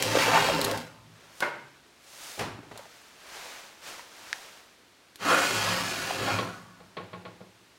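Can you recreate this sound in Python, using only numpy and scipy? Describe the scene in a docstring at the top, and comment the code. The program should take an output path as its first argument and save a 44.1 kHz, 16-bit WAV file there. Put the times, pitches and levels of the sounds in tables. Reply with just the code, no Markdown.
"""Quiet room: two glass doors of a terrarium are pushed along their gritty plastic track.
The first scrapes, chatters amid sharp clicks and is knocked against the frame; a knee shifts in cloth and
bumps the creaking cabinet; one dry snap; the second door slides with a groan and squeal, then rocks in its groove.
Scrapes are random catches filtered by pane resonances; blows are noise thuds with tails and decaying modes;
cloth and room hush are coloured noise.
"""
import sys
import numpy as np
from scipy import signal
from scipy.fft import rfft, irfft, next_fast_len
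from scipy.io import wavfile
from scipy.ndimage import map_coordinates

SR = 44100
rng = np.random.default_rng(int(sys.argv[2]) if len(sys.argv) > 2 else 0)


def output_pcm(signal):
    """Save a mono or channel-first signal as 16-bit PCM at the path in sys.argv[1].

    Samples are clipped to [-1, 1] before scaling.
    """
    pcm = np.clip(np.atleast_2d(signal).T, -1, 1) * 32767
    wavfile.write(sys.argv[1], SR, np.round(pcm).astype(np.int16))


N = 343098
TIME = np.arange(N) / SR


def from_db(db):
    """Decibels as gain."""
    return 10 ** (np.asarray(db) / 20)


def rms_one(x):
    """The same sound at rms 1."""
    return x / np.sqrt(np.mean(x ** 2) + 1e-20)


def at_hz(points, hz):
    """A table read on a log-frequency axis."""
    freqs, values = np.transpose(points)
    return np.interp(np.log(np.maximum(hz, 1)), np.log(freqs), values)


def gain_curve(s, level_db):
    """Gain over time, fading at 600 dB/s outside the first and last point."""
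    outside_s = np.maximum(s[0] - TIME, 0) + np.maximum(TIME - s[-1], 0)
    return from_db(np.interp(TIME, s, level_db) - 600 * outside_s)


def swell(s, rise_s, fall_s):
    """Gaussian hump of height 1; rise and fall are 1/e times."""
    out = np.zeros(N)
    near = slice(*np.searchsorted(TIME, [s - 4 * rise_s, s + 4 * fall_s]))
    t = TIME[near] - s
    out[near] = np.exp(-(t / np.where(t < 0, rise_s, fall_s)) ** 2)
    return out


def cut(x, hz, kind, order=2):
    """Butterworth low-, high- or band-pass."""
    sos = signal.butter(order, np.clip(hz, 10, .45 * SR), kind, fs=SR, output="sos")
    return signal.sosfilt(sos, x + 1e-18)


def colour(x, spectrum, resonances=()):
    """Minimum-phase filter: broad spectrum plus resonances (centre Hz, width Hz, lift dB)."""
    size = 2 * next_fast_len(len(x) // 2 + 4096)
    hz = np.arange(size // 2 + 1) * SR / size
    shape_db = at_hz(spectrum, hz)
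    for centre_hz, width_hz, lift_db in resonances:
        shape_db = shape_db + lift_db / (1 + (2 * (hz - centre_hz) / width_hz) ** 2)
    cepstrum = irfft(np.log(from_db(shape_db)))[:size // 2]
    cepstrum[1:] *= 2  # folding makes the filter causal
    response = np.exp(rfft(cepstrum, size))
    return irfft(rfft(x, size) * response)[:len(x)]


def drift(knots_per_s):
    """Slow chance: straight lines between normal random knots."""
    knots = rng.standard_normal(int(N / SR * 400) + 2)
    return np.interp(TIME * knots_per_s, np.arange(len(knots)), knots)


def grains(per_s, spread_db):
    """Clicks at random moments and signs; sizes scatter upward, small ones most often."""
    sizes = from_db(spread_db * np.minimum(rng.exponential(1, N), 4.5))
    signs = rng.choice([-1, 1], N)
    return rms_one(sizes * signs * (rng.random(N) < per_s / SR))


# ringing of tank and room: (frequency [Hz], t60 [s])
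TAIL_T60 = [(100, 1), (500, 0.5), (1840, 0.58), (14000, 0.39)]


def tail(stretch=1):
    """One second of dense ringing of tank and room: noise bands, the bass lasting longest."""
    t, white = TIME[:SR], rng.standard_normal(SR)
    edges_hz = np.geomspace(30, SR / 2, 11)
    bins, hz = rfft(white), np.arange(SR // 2 + 1)
    out = np.zeros(SR)
    for low, high in zip(edges_hz, edges_hz[1:]):
        t60_s = stretch * at_hz(TAIL_T60, np.sqrt(low * high))
        out += irfft(bins * (hz >= low) * (hz < high), SR) * from_db(-60 * t / t60_s)
    return out


def add(out, s, sound):
    """Mix a sound in at a given moment."""
    start = max(round(s * SR), 0)
    out[start:start + len(sound)] += sound[:N - start]


# hush colour: (frequency [Hz], density [dB per Hz])
AIR_COLOUR = [(25, -39), (55, -8.5), (110, -9.5), (330, -4), (800, -9.5), (1450, -8.5), (4200, -12.5),
              (9000, -21), (15500, -30)]
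AIR_DB = -59


def air():
    """The steady hush of the room: coloured noise."""
    return from_db(AIR_DB) * rms_one(colour(rng.standard_normal(N), AIR_COLOUR))


def wander(x, depth_db, spacing_hz, changes_per_s):
    """The pane bears on new spots, so its close-packed modes swell and sink each in its own time."""
    hz, s, frames = signal.stft(x, SR, nperseg=2048)
    chance = rng.standard_normal((512, 256))
    grid = np.meshgrid(hz / spacing_hz, s * changes_per_s, indexing="ij")
    strengths = map_coordinates(chance, grid, order=1, mode="wrap")
    return signal.istft(frames * from_db(depth_db * strengths), SR)[1][:N]


# pane binds on rough track and judders harder:
# (time [s], 1/e half-length [s], lift [dB], centre [Hz], 1/e spread [octaves])
BINDS = [(0.216, 0.057, 5, 1780, 2.4), (0.36, 0.066, 10, 1220, 1.16), (0.52, 0.11, 5.5, 206, 3.1),
         (0.714, 0.071, 10.5, 402.5, 2.3), (5.3, 0.14, 13.5, 690, 1.06), (5.355, 0.07, 8, 1750, 0.3),
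         (5.7, 0.071, 3.5, 594, 4.2), (6.214, 0.037, 9.5, 222, 1.8), (6.325, 0.087, 11, 372, 3.85),
         (6.472, 0.064, 9.5, 280, 2.5)]


def push_gain(push, follows, hz):
    """Gain of one register: rises with speed, sags, lifts where the pane binds, dies after the stop."""
    start_s, rise_s, slowing_db_per_s, stop_s, braking_db_per_s = push
    slowing_share, braking_share = follows
    speed = np.sin(np.pi / 2 * np.clip((TIME - start_s) / rise_s, 0, 1)) ** 2
    slowed_db = slowing_share * slowing_db_per_s * np.maximum(TIME - start_s - rise_s, 0)
    braked_db = braking_share * braking_db_per_s * np.maximum(TIME - stop_s, 0)
    bound_db = np.zeros(N)
    for s, half_s, lift_db, centre_hz, octaves in BINDS:
        nearness = np.exp(-(np.log2(hz / centre_hz) / octaves) ** 2)
        bound_db += lift_db * nearness * swell(s, half_s, half_s)
    return speed * from_db(bound_db - slowed_db - braked_db)


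# glass scraping in the track: (frequency [Hz], density [dB per Hz])
SCRAPE_COLOUR = [(30, -51), (55, -9), (80, -14.5), (130, -5.5), (280, -7), (600, -5), (1200, 0),
                 (2150, -14.5), (4300, -20), (7000, -19.5), (15500, -31.5)]
# resonances both panes share: (frequency [Hz], lift [dB])
GLASS_MODES = [(1950, 4.2), (2450, 7.4), (2700, 5.5), (3230, 6.8), (4390, 2.7), (5320, 2), (5860, 4.9),
               (6820, 2.5)]
# registers, cabinet boom to grit hiss: edges [Hz]
ZONE_EDGES_HZ = [45, 250, 600, 2100, 4800, 17000]
# how closely each register follows the pane: (share of slowing [ratio], share of braking [ratio])
ZONE_FOLLOWS = [(0.5, 0.23), (0.8, 0.91), (0.85, 0.5), (1.0, 0.93), (1.051, 0.78)]
# both pushes, first and second door:
# (start [s], speeding-up [s], slowing [dB/s], stop [s], braking [dB/s]); rates before the shares above
PUSHES = [(-0.55, 0.97, 34, 0.78, 112), (5.168, 0.18, 10, 6.335, 70)]
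WIDTH_HZ, WIDTH_SHARE = 12.9, 0.018  # resonance width: fixed part, plus share of its frequency


def slide(push, zones_db, pane, contacts_per_s, spread_db, judder_db, ring_db):
    """Tiny catches of the glass edge shake the cabinet, ring the pane and hiss in the grit."""
    catches = grains(contacts_per_s, spread_db) * from_db(judder_db * drift(70))
    ringing = tail(stretch=0.25)
    rung = signal.fftconvolve(catches, ringing / np.linalg.norm(ringing))[:N]
    catches = catches + from_db(ring_db) * rung
    resonances = [(hz, WIDTH_HZ + WIDTH_SHARE * hz, lift_db) for hz, lift_db in pane + GLASS_MODES]
    scrape = colour(catches, SCRAPE_COLOUR, resonances)
    scrape = wander(scrape, depth_db=3.0, spacing_hz=74.42, changes_per_s=9)
    out = np.zeros(N)
    for low, high, level_db, follows in zip(ZONE_EDGES_HZ, ZONE_EDGES_HZ[1:], zones_db, ZONE_FOLLOWS):
        register = rms_one(cut(scrape, [low, high], "band", order=4))
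        out += from_db(level_db) * register * push_gain(push, follows, np.sqrt(low * high))
    return out


# first pane in its track: (frequency [Hz], lift [dB])
FIRST_PANE = [(109, 14.5), (160, 11), (282, 8.5), (405, 8.5), (523, 9), (895, 7.5), (1134, -3.5),
              (3970, 5.5)]
# register levels at full speed, before sag and binds: level [dB]
FIRST_ZONES_DB = [-38.5, -33.5, -32.5, -32, -37]


def first_slide():
    """The first door scrapes, already moving at the start, with juddering catches."""
    return slide(PUSHES[0], FIRST_ZONES_DB, FIRST_PANE,
                 contacts_per_s=2400, spread_db=0.5, judder_db=0.5, ring_db=-6.5)


# cracking grit and the hard edge of knocks: (time [s], peak before the common lift [dB])
CLICKS = [(0.0245, -9.5), (0.6144, -15), (0.6445, -15.5), (0.648, -14.5), (0.713, -19.5), (0.7755, -26),
          (1.405, -21.5), (2.776, -30), (5.158, -33.5), (6.389, -40)]
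# click colour: (frequency [Hz], density [dB per Hz])
CLICK_COLOUR = [(1500, 2), (3500, 9), (7000, 3.5), (11000, 3), (15500, -5.5)]


def clicks(burst_s, burst_db, lift_db):
    """Sharp bright clicks: an impulse, milliseconds of noise and a fainter, longer tail."""
    out, t = np.zeros(N), TIME[:SR // 10]
    for s, peak_db in CLICKS:
        decay = from_db(burst_db) * np.exp(-t / burst_s) + from_db(-31.0) * np.exp(-t / 0.044)
        burst = rng.standard_normal(len(t)) * decay
        burst[0] = 1
        click = colour(burst, CLICK_COLOUR, [(4180, 280, 5.6)])
        add(out, s, from_db(peak_db + lift_db) * click / np.abs(click).max())
    return out


# short ringing chatters and creaks, of the sliding panes and the bumped cabinet:
# (time [s], length [s], ringing [Hz], level over that length [dB])
CHATTERS = [(0.153, 0.025, 524, -21.5), (0.214, 0.043, 2260, -30), (0.275, 0.016, 517, -24.5),
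            (0.348, 0.012, 1120, -23.5), (0.366, 0.011, 1010, -22), (0.487, 0.015, 620, -23.5),
            (2.589, 0.0062, 278.6, -40), (2.668, 0.006, 292, -46), (2.757, 0.006, 670, -42),
            (2.769, 0.075, 930, -53), (2.793, 0.007, 566, -41.5), (2.855, 0.0064, 645, -46.5),
            (3.994, 0.0036, 940, -40), (6.099, 0.011, 730, -26.5), (6.277, 0.032, 787, -32)]


def chatters(slips_per_s, slip_s, tail_db, lift_db, width_share, skirt_db):
    """Short chatters and creaks of panes and cabinet: an uneven run of slips rings one resonance."""
    out, t, ringing = np.zeros(N), TIME[:SR], tail(stretch=1.0)
    for s, length_s, hz, level_db in CHATTERS:
        run, at_s = from_db(tail_db) * ringing, 0
        while at_s < length_s:
            slip = rng.standard_normal(SR) * (t >= at_s) * np.exp(-np.abs(t - at_s) / slip_s)
            run = run + rng.uniform(0.75, 1) * slip
            at_s += rng.uniform(.5, 2) / slips_per_s
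        skirts = [(hz / 4, skirt_db), (hz, 0), (hz * 10, skirt_db)]
        sound = colour(run, skirts, [(hz, width_share * hz, lift_db)])
        sound = cut(sound, hz * 10, "low")
        add(out, s, from_db(level_db) * sound / np.sqrt(np.sum(sound ** 2) / (length_s * SR)))
    return out


# fibre colour: (frequency [Hz], density [dB per Hz])
CLOTH_COLOUR = [(120, -17.5), (300, -11), (550, -4.5), (1700, -4.5), (6200, -8.5), (15500, -21.5)]
# knee swings, arms reach:
# (time of fastest motion [s], swell [s], fade [s], level [dB], sheen at 9 kHz re 1.5 kHz [dB])
BRUSHES = [(1.25, 0.16, 0.52, -56.5, -8), (1.41, 0.081, 0.081, -53.5, 11), (2.312, 0.2, 0.12, -43, 4),
           (2.92, 0.25, 0.4, -54, -2), (3.42, 0.18, 0.29, -43, -3.5), (3.884, 0.058, 0.15, -42, -2.5),
           (4.32, 0.26, 0.29, -46.5, -3)]


def cloth():
    """Countless fibres slip past each other; each brush swells, fades and has its own sheen."""
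    fibres = grains(per_s=20000, spread_db=3.0) * from_db(0.66 * drift(43))
    fibres = colour(fibres, CLOTH_COLOUR)
    out = np.zeros(N)
    for s, rise_s, fall_s, level_db, sheen_db in BRUSHES:
        brush = colour(np.roll(fibres, rng.integers(N)), [(1500, 0), (9000, sheen_db)])
        out += from_db(level_db) * rms_one(brush) * swell(s, rise_s, fall_s)
    return out


def blows(rows, spectrum, modes, attack_s, thud_s, tail_db, modes_db, vary_db, cluster_db):
    """Short thud, dense tail clustered round the body's modes, beating partials; soft contact is duller."""
    out, t = np.zeros(N), TIME[:SR]
    hardest_db = max(row[1] for row in rows)
    clusters = [(hz, 0.063 * hz, max(cluster_db + .5 * mode_db, 0)) for hz, mode_db, _ in modes]
    thud, ringing = rng.standard_normal(SR), tail()  # the same body answers every blow
    for s, level_db, contact_hz in rows:
        rattle = from_db(tail_db + 0.26 * (level_db - hardest_db))  # harder blows rattle loose panes more
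        burst = (thud + from_db(vary_db) * rng.standard_normal(SR)) * np.exp(-t / thud_s)
        body = burst + rattle * (ringing + from_db(vary_db) * tail())
        body = colour(body, spectrum, clusters)
        body /= np.sqrt(np.sum(body ** 2) / (.02 * SR))  # energy of 20 ms at rms 1
        for hz, mode_db, t60_s in modes:
            neighbours_hz = hz + (WIDTH_HZ + WIDTH_SHARE * hz) * rng.uniform(-1.01, 1, size=3)
            beating = sum(np.sin(2 * np.pi * (f * t + rng.random())) for f in neighbours_hz)
            knot = np.sin(2 * np.pi * hz * t) + .5 * beating
            build_up = 1 - np.exp(-t * hz / 2)  # time constant of two cycles: bass blooms late
            decay = from_db(modes_db + mode_db - 60 * t / t60_s)
            body += decay * knot * build_up * rng.choice([-1, 1])
        softened = cut(body * (1 - np.exp(-t / attack_s)), contact_hz, "low", order=1)
        add(out, s, from_db(level_db) * softened)
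    return out


# glass against frame: (time [s], strength [dB], contact cut-off [Hz])
KNOCKS = [(1.4032, -36, 6000), (1.4222, -19.7, 2600)]
# knock colour: (frequency [Hz], density [dB per Hz])
KNOCK_COLOUR = [(45, -51), (120, -18), (400, -5.5), (1500, -4.5), (2600, -9.5), (5200, -18), (15000, -28)]
# frame ringing: (frequency [Hz], relative level [dB], t60 [s])
FRAME_MODES = [(137, -19, 1.1), (350, -13, .6), (592, -2.5, .42), (797, -11, .35), (915, -6, .45),
               (965, -6, .48), (1093, -10, .35), (1448, -9, .5), (1492, -4.5, .52), (1560, -7, .55),
               (2135, -3, .46)]


def knocks():
    """The first pane hits the frame, which rings."""
    return blows(KNOCKS, KNOCK_COLOUR, FRAME_MODES, attack_s=0.0022, thud_s=0.011,
                 tail_db=-8.0, modes_db=-12.5, vary_db=-9, cluster_db=8.0)


# bumps and creaks of the cabinet: (time [s], strength [dB], contact cut-off [Hz])
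BUMPS = [(2.376, -35, 505), (2.391, -28, 9100), (2.408, -26, 1810), (2.629, -44.5, 1200),
         (2.712, -40.5, 2980)]
# bump colour: (frequency [Hz], density [dB per Hz])
BUMP_COLOUR = [(30, -37), (55, -5), (100, -0.5), (800, 4), (1500, 0), (5000, -7), (14000, -16.5)]
# cabinet ringing: (frequency [Hz], relative level [dB], t60 [s])
CABINET_MODES = [(110.5, -18.5, 0.9), (244, -9, 0.21), (416, -4.5, 0.16), (827, -10.5, 0.28)]


def bumps():
    """The cabinet is bumped and creaks, its modes ringing."""
    return blows(BUMPS, BUMP_COLOUR, CABINET_MODES, attack_s=0.0019, thud_s=0.0086,
                 tail_db=-7.5, modes_db=-4.0, vary_db=2, cluster_db=3)


SNAP_S, SNAP_PEAK_DB = 4.3293, -11.5


def snap():
    """One dry, close snap: two quick damped swings and faint reflections."""
    t = TIME[:SR // 10]
    swing = np.sin(2 * np.pi * 1720 * t) * np.exp(-t / .0008)
    swing -= np.sin(2 * np.pi * 5200 * t) * np.exp(-t / .0002)
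    paths = rng.standard_normal(len(t)) * (0.04 * np.exp(-t / 0.0026) + 0.004 * np.exp(-t / 0.05))
    paths[0] = 1  # direct sound
    sound = cut(signal.fftconvolve(swing, paths)[:len(t)], [1150, 12000], "band")
    out = np.zeros(N)
    add(out, SNAP_S, from_db(SNAP_PEAK_DB) * sound / np.abs(sound).max())
    return out


# second pane in its track: (frequency [Hz], lift [dB])
SECOND_PANE = [(107, 14.6), (178, 12.3), (270, 9.6), (527, 6), (660, 3.4), (945, 3.8), (1392, 4.5),
               (1468, 7.9), (1696, 9.2)]
# register levels at full speed, before sag and binds: level [dB]
SECOND_ZONES_DB = [-42.5, -39, -33, -31, -35.5]


def second_slide():
    """The second door scrapes with denser, steadier catches."""
    return slide(PUSHES[1], SECOND_ZONES_DB, SECOND_PANE,
                 contacts_per_s=4000, spread_db=0.5, judder_db=0.13, ring_db=-9.5)


# second pane sticks and slips as it gathers speed:
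# (time [s], groan [Hz], squeal [Hz], level before each tone's own offset [dB])
STICK_SLIP = [(5.252, 219.3, 1248, -32), (5.285, 335.6, 1280, -23.5), (5.346, 559, 1440, -20.5),
              (5.376, 530, 1472, -24), (5.46, 515, 1520, -37)]


def stick_slip(groan_db, squeal_db, jitter_hz, rough_db):
    """Stick-slip friction: a groan and a rising squeal, rough in pitch and level."""
    s, groan_hz, squeal_hz, level_db = np.transpose(STICK_SLIP)
    out = np.zeros(N)
    for pitch_hz, tone_db in [(groan_hz, groan_db), (squeal_hz, squeal_db)]:
        hz = np.interp(TIME, s, pitch_hz) + jitter_hz * drift(250)
        roughness = from_db(tone_db + rough_db * drift(130))
        out += roughness * np.sin(2 * np.pi * np.cumsum(hz) / SR)
    return out * gain_curve(s, level_db)


# second door rocking in its groove: (time [s], strength [dB], contact cut-off [Hz])
ROCKS = [(6.385, -28, 8000), (6.802, -48.5, 1200), (6.9675, -33, 2500), (7.1305, -37, 1870),
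         (7.2505, -37.5, 1900), (7.405, -40.5, 480)]
# rock colour: (frequency [Hz], density [dB per Hz])
ROCK_COLOUR = [(45, -9), (170, 6), (500, 14), (1200, 7), (4200, 3), (8000, -37)]
# door ringing: (frequency [Hz], relative level [dB], t60 [s])
DOOR_MODES = [(108, -9, .65), (178, 0, .38), (440, -6, .2), (490, -5, .2), (640, -5, .2), (840, -5, .25),
              (1095, 1.5, .17), (1410, -7, .22)]


def rocks():
    """The second door, let go, knocks in its groove and rings."""
    return blows(ROCKS, ROCK_COLOUR, DOOR_MODES, attack_s=0.0018, thud_s=0.011,
                 tail_db=-8.5, modes_db=-5, vary_db=-10.0, cluster_db=5)


def scene():
    """Two slides, the blows, clicks and chatters around them, rustling clothes and the room."""
    sharp = clicks(burst_s=0.0026, burst_db=-17.0, lift_db=4.5)
    chattering = chatters(slips_per_s=220, slip_s=0.0028, tail_db=-25,
                          lift_db=10.5, width_share=0.22, skirt_db=-24)
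    friction = stick_slip(groan_db=-7.5, squeal_db=-3, jitter_hz=60.5, rough_db=4.0)
    slides = first_slide() + second_slide() + friction
    struck = knocks() + bumps() + rocks()
    mix = air() + slides + sharp + chattering + cloth() + struck + snap()
    return mix[None]


CUTOFF_HZ = 15900


def record(dry):
    """Steep elliptic low-pass."""
    return signal.sosfilt(signal.ellip(12, .1, 80, CUTOFF_HZ, fs=SR, output="sos"), dry)


dry = scene()
out = record(dry)
output_pcm(out)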